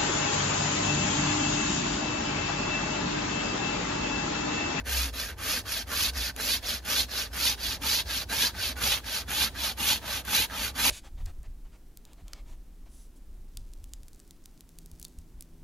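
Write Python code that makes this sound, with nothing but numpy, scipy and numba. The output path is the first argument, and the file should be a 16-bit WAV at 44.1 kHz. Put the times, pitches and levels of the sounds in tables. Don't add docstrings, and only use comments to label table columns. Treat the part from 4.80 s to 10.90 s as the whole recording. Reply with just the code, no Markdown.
import sys
import numpy as np
from scipy import signal
from scipy.fft import rfft, irfft
from scipy.io import wavfile
from scipy.ndimage import uniform_filter1d
from numba import njit

SR = 44100
rng = np.random.default_rng(int(sys.argv[2]) if len(sys.argv) > 2 else 0)


def unload_audio(sound):
    columns = np.transpose(np.atleast_2d(sound))
    steps = np.round(np.clip(columns, -1, 1) * 32767)
    wavfile.write(sys.argv[1], SR, steps.astype(np.int16))


N = 269010
TIME = np.arange(N) / SR
DEPTH = np.arange(N) / N


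# (start [s], mid-stroke pressure [dB], lean [dB per stroke], slip [s])
SAW_STROKES = [(-0.2, -38, 3, .02), (0.032, -29.5, 2, 0.029), (0.32, -37, -15, 0.013),
               (0.557, -31.5, 9, 0.027), (0.833, -34, 5.5, 0.025), (1.053, -29.5, 12, 0.021),
               (1.322, -33.5, -3, .015), (1.535, -30, 10.5, 0.033), (1.808, -35, 1, 0.021),
               (2.015, -29, 2.5, 0.04), (2.272, -35.5, -2.5, 0.018), (2.499, -28.5, 9.5, 0.036),
               (2.766, -33.5, 5, 0.014), (2.991, -28, 4, 0.03), (3.244, -33.5, 5, .015),
               (3.463, -29, 1, 0.034), (3.728, -34.5, 11.5, 0.022), (3.949, -29, 1, 0.012),
               (4.217, -34.5, 10, .026), (4.45, -29.5, 5.5, .036), (4.715, -34.5, 19, 0.032),
               (4.952, -27, 4, 0.026), (5.203, -34.5, 14, 0.019), (5.433, -27, 11.5, 0.019),
               (5.682, -33.5, 13.5, 0.019), (5.931, -26, 9, 0.028)]

def arm(pull_slack_db, push_slack_db, ease_s, pull_grab_s, push_grab_s):
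    starts, mid_db, lean_db, slip_s = np.transpose(SAW_STROKES)
    turns = np.append(starts, starts[-1] + 0.24)
    count = np.interp(TIME, turns, np.arange(len(turns)))
    stroke, travel = count.astype(int), count % 1
    pulling = stroke % 2
    ends_db = np.where(pulling, -3, -2.5) * (2 * travel - 1) ** 2
    pressure_db = mid_db[stroke] + lean_db[stroke] * np.clip(travel - .5, -0.36, 0.3) + ends_db
    dig_at = 0.86 - 0.34 * DEPTH
    dig_db = 2 * pulling * bump(travel, dig_at, 0.12)
    nearest = np.minimum(np.round(count).astype(int), len(starts) - 1)
    since = TIME - starts[nearest]
    grab_s = np.where(nearest % 2, pull_grab_s, push_grab_s)
    loose = np.clip(1 + since / ease_s, 0, 1) * np.clip((slip_s[nearest] - since) / grab_s, 0, 1)
    slack_db = np.where(nearest % 2, pull_slack_db, push_slack_db)
    return count, uniform_filter1d(pressure_db, SR // 25), undb(slack_db * loose + dig_db)


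# (frequency [Hz], level [dB])
TEARING_TONE = [(150, -18.5), (800, -8), (1900, -2.5), (2500, 5), (4200, -4), (5500, -3.5), (7000, 2.5),
                (8200, 1.5), (10000, 0.5), (11500, 2.5), (13500, -0.5), (15500, -2)]

def rasp(count, speed, buzz):
    fibres = snaps(speed, per_s=15000, spread_db=1.5) + undb(-15.5) * buzz
    tearing = undb(0.5) * unit(colour(fibres, TEARING_TONE))
    sound = tearing + undb(-7) * blade(fibres, count) + bite(count, speed)
    return tip_echo(sound, count, lag_s=.0022, swing_s=.0004, level_db=-5)


def snaps(speed, per_s, spread_db):
    chance = np.clip(per_s * (speed + .1) / SR, 0, 1)
    sizes = rng.choice([-1, 1], N) * undb(spread_db * rng.standard_normal(N))
    return unit((rng.random(N) < chance) * sizes / np.sqrt(chance))


def teeth(speed, top_hz, jitter):
    passed = np.cumsum(top_hz * (speed + .02) * (1 + jitter * walk(300))) / SR
    hits = np.diff(np.floor(passed), prepend=0)
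    pulses = hits * undb(5.4 * rng.standard_normal(N)) / np.sqrt(speed + 0.11)
    return unit(pulses - uniform_filter1d(pulses, SR // 200))


# (pitch [Hz], width [Hz], level [dB])
BLADE_NOTES = [(2450, 300, -4.5), (2855, 150, -1), (3180, 135, 5.5), (3427, 76, 11), (4070, 50, 13),
               (4277, 67, 10), (4620, 72, 11), (5160, 70, 9.5), (5870, 85, 6), (6470, 32, -4),
               (9000, 40, -20.5), (9500, 150, 9)]

def blade(fibres, count):
    bend = 1 + 0.0064 * np.cos(np.pi * count) + 0.0058 * walk(14)
    return ring(fibres, BLADE_NOTES, bend, flare_db=8.5)


def bite(count, speed, fresh_hz=4430, sag_hz=1180, width_hz=2200.0):
    pulling, travel = count.astype(int) % 2, count % 1
    pitch_hz = (fresh_hz - sag_hz * DEPTH ** 2) * (1 + 0.12 * walk(70))
    crackle = snaps(speed, per_s=5000, spread_db=1.0)
    singing = unit(resonate(resonate(crackle, pitch_hz, width_hz), pitch_hz, width_hz))
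    pull_db, push_db = -11.5 + 22 * (np.minimum(travel, .7) - 0.38), -5.5
    halfway_db = 6.0 * np.sin(np.pi * DEPTH)
    return singing * undb(np.where(pulling, pull_db, push_db) + halfway_db)


def tip_echo(x, count, lag_s, swing_s, level_db):
    echo = np.interp(TIME - lag_s + swing_s * np.cos(np.pi * count), TIME, x)
    gain = undb(level_db)
    return (x + gain * echo) / np.sqrt(1 + gain ** 2)


# (pitch [Hz], width [Hz], level on the pull [dB], level on the push [dB], change at full depth [dB])
WOOD_NOTES = [(118, 76, -2, -9, 7.5), (207, 28, -1.5, -2, 8), (260, 31.6, 8, 4.5, -3),
              (481, 210, 0.5, -1.5, -7), (632, 107, -6, -0.5, -1), (860, 106, -3.5, -8, 11.5),
              (1232, 222, 1.5, -0.5, 1), (1539, 93, 7.5, 8, -2), (1753, 94, 2.5, 3.5, -13.5),
              (2160, 55, -14, -14, -5)]

def wood(count, speed, buzz):
    pulling = uniform_filter1d(np.floor(count) % 2, SR // 50)
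    tug_db = 3 * bump(count % 1, .22, 0.085)
    level_db = -40 + (1.1 + tug_db) * pulling + 2.5 * DEPTH
    notes = [(hz, width, push + (pull - push) * pulling + change * DEPTH)
             for hz, width, pull, push, change in WOOD_NOTES]
    knocks = snaps(speed, per_s=4000, spread_db=2.5) + undb(-5.5) * buzz
    bend = 1 + 0.015 * np.cos(np.pi * count) + 0.032 * walk(16)
    return ring(knocks, notes, bend, flare_db=4.0) * undb(level_db) * speed ** (0.49 + 0.18 * pulling)


# (time [s], relative level [dB])
TOOTH_CATCHES = [(0.9207, -14), (1.5633, -19.5), (1.6106, -16), (2.0502, -27), (2.1009, -23), (2.601, -14),
                 (5.001, -24), (5.451, -24)]

def catches(decay_s, level_db):
    bursts = np.zeros(N)
    for start, db in TOOTH_CATCHES:
        bursts += undb(db + level_db) * np.exp(-np.abs(TIME - start) / decay_s) * (TIME >= start)
    return bursts * unit(colour(rng.standard_normal(N), TEARING_TONE))


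# (frequency [Hz], gain [dB])
WIDE_RASP_TONE = [(150, 7.5), (1700, -11.5), (2600, -5), (6500, -1.5), (8200, -41), (10000, 1.5),
                  (12000, -57), (15000, -35)]

def wide_sound(count, speed, force, grip):
    rasps = force * np.array([rasp(count, speed, 0) for _ in range(2)])
    rattles = grip * np.array([wood(count, speed, 0) for _ in range(2)])
    return colour(rasps, WIDE_RASP_TONE) + undb(-8.5) * rattles


# (frequency [Hz], phase lead [rad])
LEFT_LEAD = [(0, 0), (1030, 0.1), (1640, -0.3), (3190, 1.3), (4310, 0.2), (5080, 1.0), (5430, -0.7),
             (6550, -0.1), (7670, -3.0), (9560, -3.7), (11100, -6.4), (13000, -6.2), (14600, -9.4),
             (15300, -9.4)]
# (frequency [Hz], left minus right [dB])
LEFT_BALANCE = [(50, 0), (300, -.5), (700, -2.6), (1700, -1.8), (4400, -1.5), (6400, -.8), (8200, 0)]

def microphones(cut, wide):
    left = undb(over_hz(LEFT_BALANCE) / 2) * np.exp(.5j * over_hz(LEFT_LEAD))
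    sides = np.array([left, 1 / left])
    return irfft(rfft(cut) * sides + rfft(wide) * np.abs(sides), N)


def garden_echo(x, decay_s, level_db):
    t = np.arange(SR // 3) / SR
    tails = rng.standard_normal((2, len(t))) * np.exp(-t / decay_s)
    tails *= undb(level_db) / np.sqrt(np.sum(tails ** 2, axis=1, keepdims=True))
    return signal.fftconvolve(x[None], tails, axes=1)[:, :N]


# (time [s], half length [s], gain [dB])
BOOM_SWELLS = [(0.187, .17, 15.5), (0.827, 0.11, -3), (1.392, 0.075, 11.5), (2.206, 0.068, 6.5),
               (2.646, 0.2, 6), (4.007, .12, 8.5)]

def boom(pitch_hz=59.8, wander_hz=3.63, rest_db=-47.5):
    swell_db = sum(gain * bump(TIME, at, half) for at, half, gain in BOOM_SWELLS)
    level_db = rest_db - 0.7 * walk(18) + swell_db
    hz = pitch_hz + wander_hz * walk(30)
    return unit(np.sin(2 * np.pi * np.cumsum(hz) / SR)) * undb(level_db)


# (frequency [Hz], relative level [dB])
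AIR_TONE = [(20, -27), (35, 2), (50, 6.5), (85, 8), (150, -9), (260, -6.5), (400, -10.5), (1000, -15.5),
            (3000, -89), (8000, -59), (15000, -55)]

def air():
    shared = unit(colour(rng.standard_normal(N), AIR_TONE)) * undb(-48.0 + 1.9 * walk(5.59))
    return shared + undb(-56.5) * unit(colour(rng.standard_normal((2, N)), AIR_TONE))


def ring(x, notes, bend, flare_db):
    sound = np.zeros(N)
    for hz, width, db in notes:
        gain = undb(db + flare_db * np.minimum(walk(30), 1.4))
        sound += gain * resonate(x, hz * bend, float(width))
    return unit(sound)


@njit
def resonate(x, hz, width):
    y, band, low = np.empty(len(x)), 0., 0.
    for i in range(len(x)):
        tuning, damping = np.tan(np.pi * hz[i] / SR), width / hz[i]
        swing = (band + tuning * (x[i] - low)) / (1 + tuning * (tuning + damping))
        band, low = 2 * swing - band, low + 2 * tuning * swing
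        y[i] = damping * swing
    return y


def colour(x, rows):
    return irfft(rfft(x) * undb(over_hz(rows)), N)


def over_hz(rows):
    hz, values = np.transpose(rows)
    return np.interp(np.log(np.fft.rfftfreq(N, 1 / SR) + 1), np.log(hz + 1), values)


def walk(per_s):
    return 1.22 * np.interp(TIME * per_s, np.arange(N), rng.standard_normal(N))


def bump(x, centre, width):
    return np.exp(-((x - centre) / width) ** 2)


def undb(db):
    return 10 ** (np.asarray(db) / 20)


def unit(x):
    return x / np.sqrt(np.mean(x ** 2))


def scene():
    count, pressure_db, seated = arm(pull_slack_db=-8.5, push_slack_db=-7.0, ease_s=0.031,
                                     pull_grab_s=0.011, push_grab_s=0.0091)
    speed = np.abs(np.sin(np.pi * count))
    buzz = teeth(speed, top_hz=586.3, jitter=.06)
    grip = seated * undb(1.15 * walk(40) + 0.79 * walk(450))
    force = undb(pressure_db) * (speed + 0.071) ** 1.4 * grip
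    cut = force * rasp(count, speed, buzz) + grip * wood(count, speed, buzz)
    cut += catches(decay_s=0.0019, level_db=-8.5)
    saw = microphones(cut, wide_sound(count, speed, force, grip))
    saw += garden_echo(cut, decay_s=0.12, level_db=-23.5)
    return undb(-1.39) * saw + boom() + air()


def record(dry):
    top_hz = 15700
    return signal.sosfilt(signal.ellip(10, .2, 80, top_hz, fs=SR, output="sos"), dry)


dry = scene()
out = record(dry)
unload_audio(out)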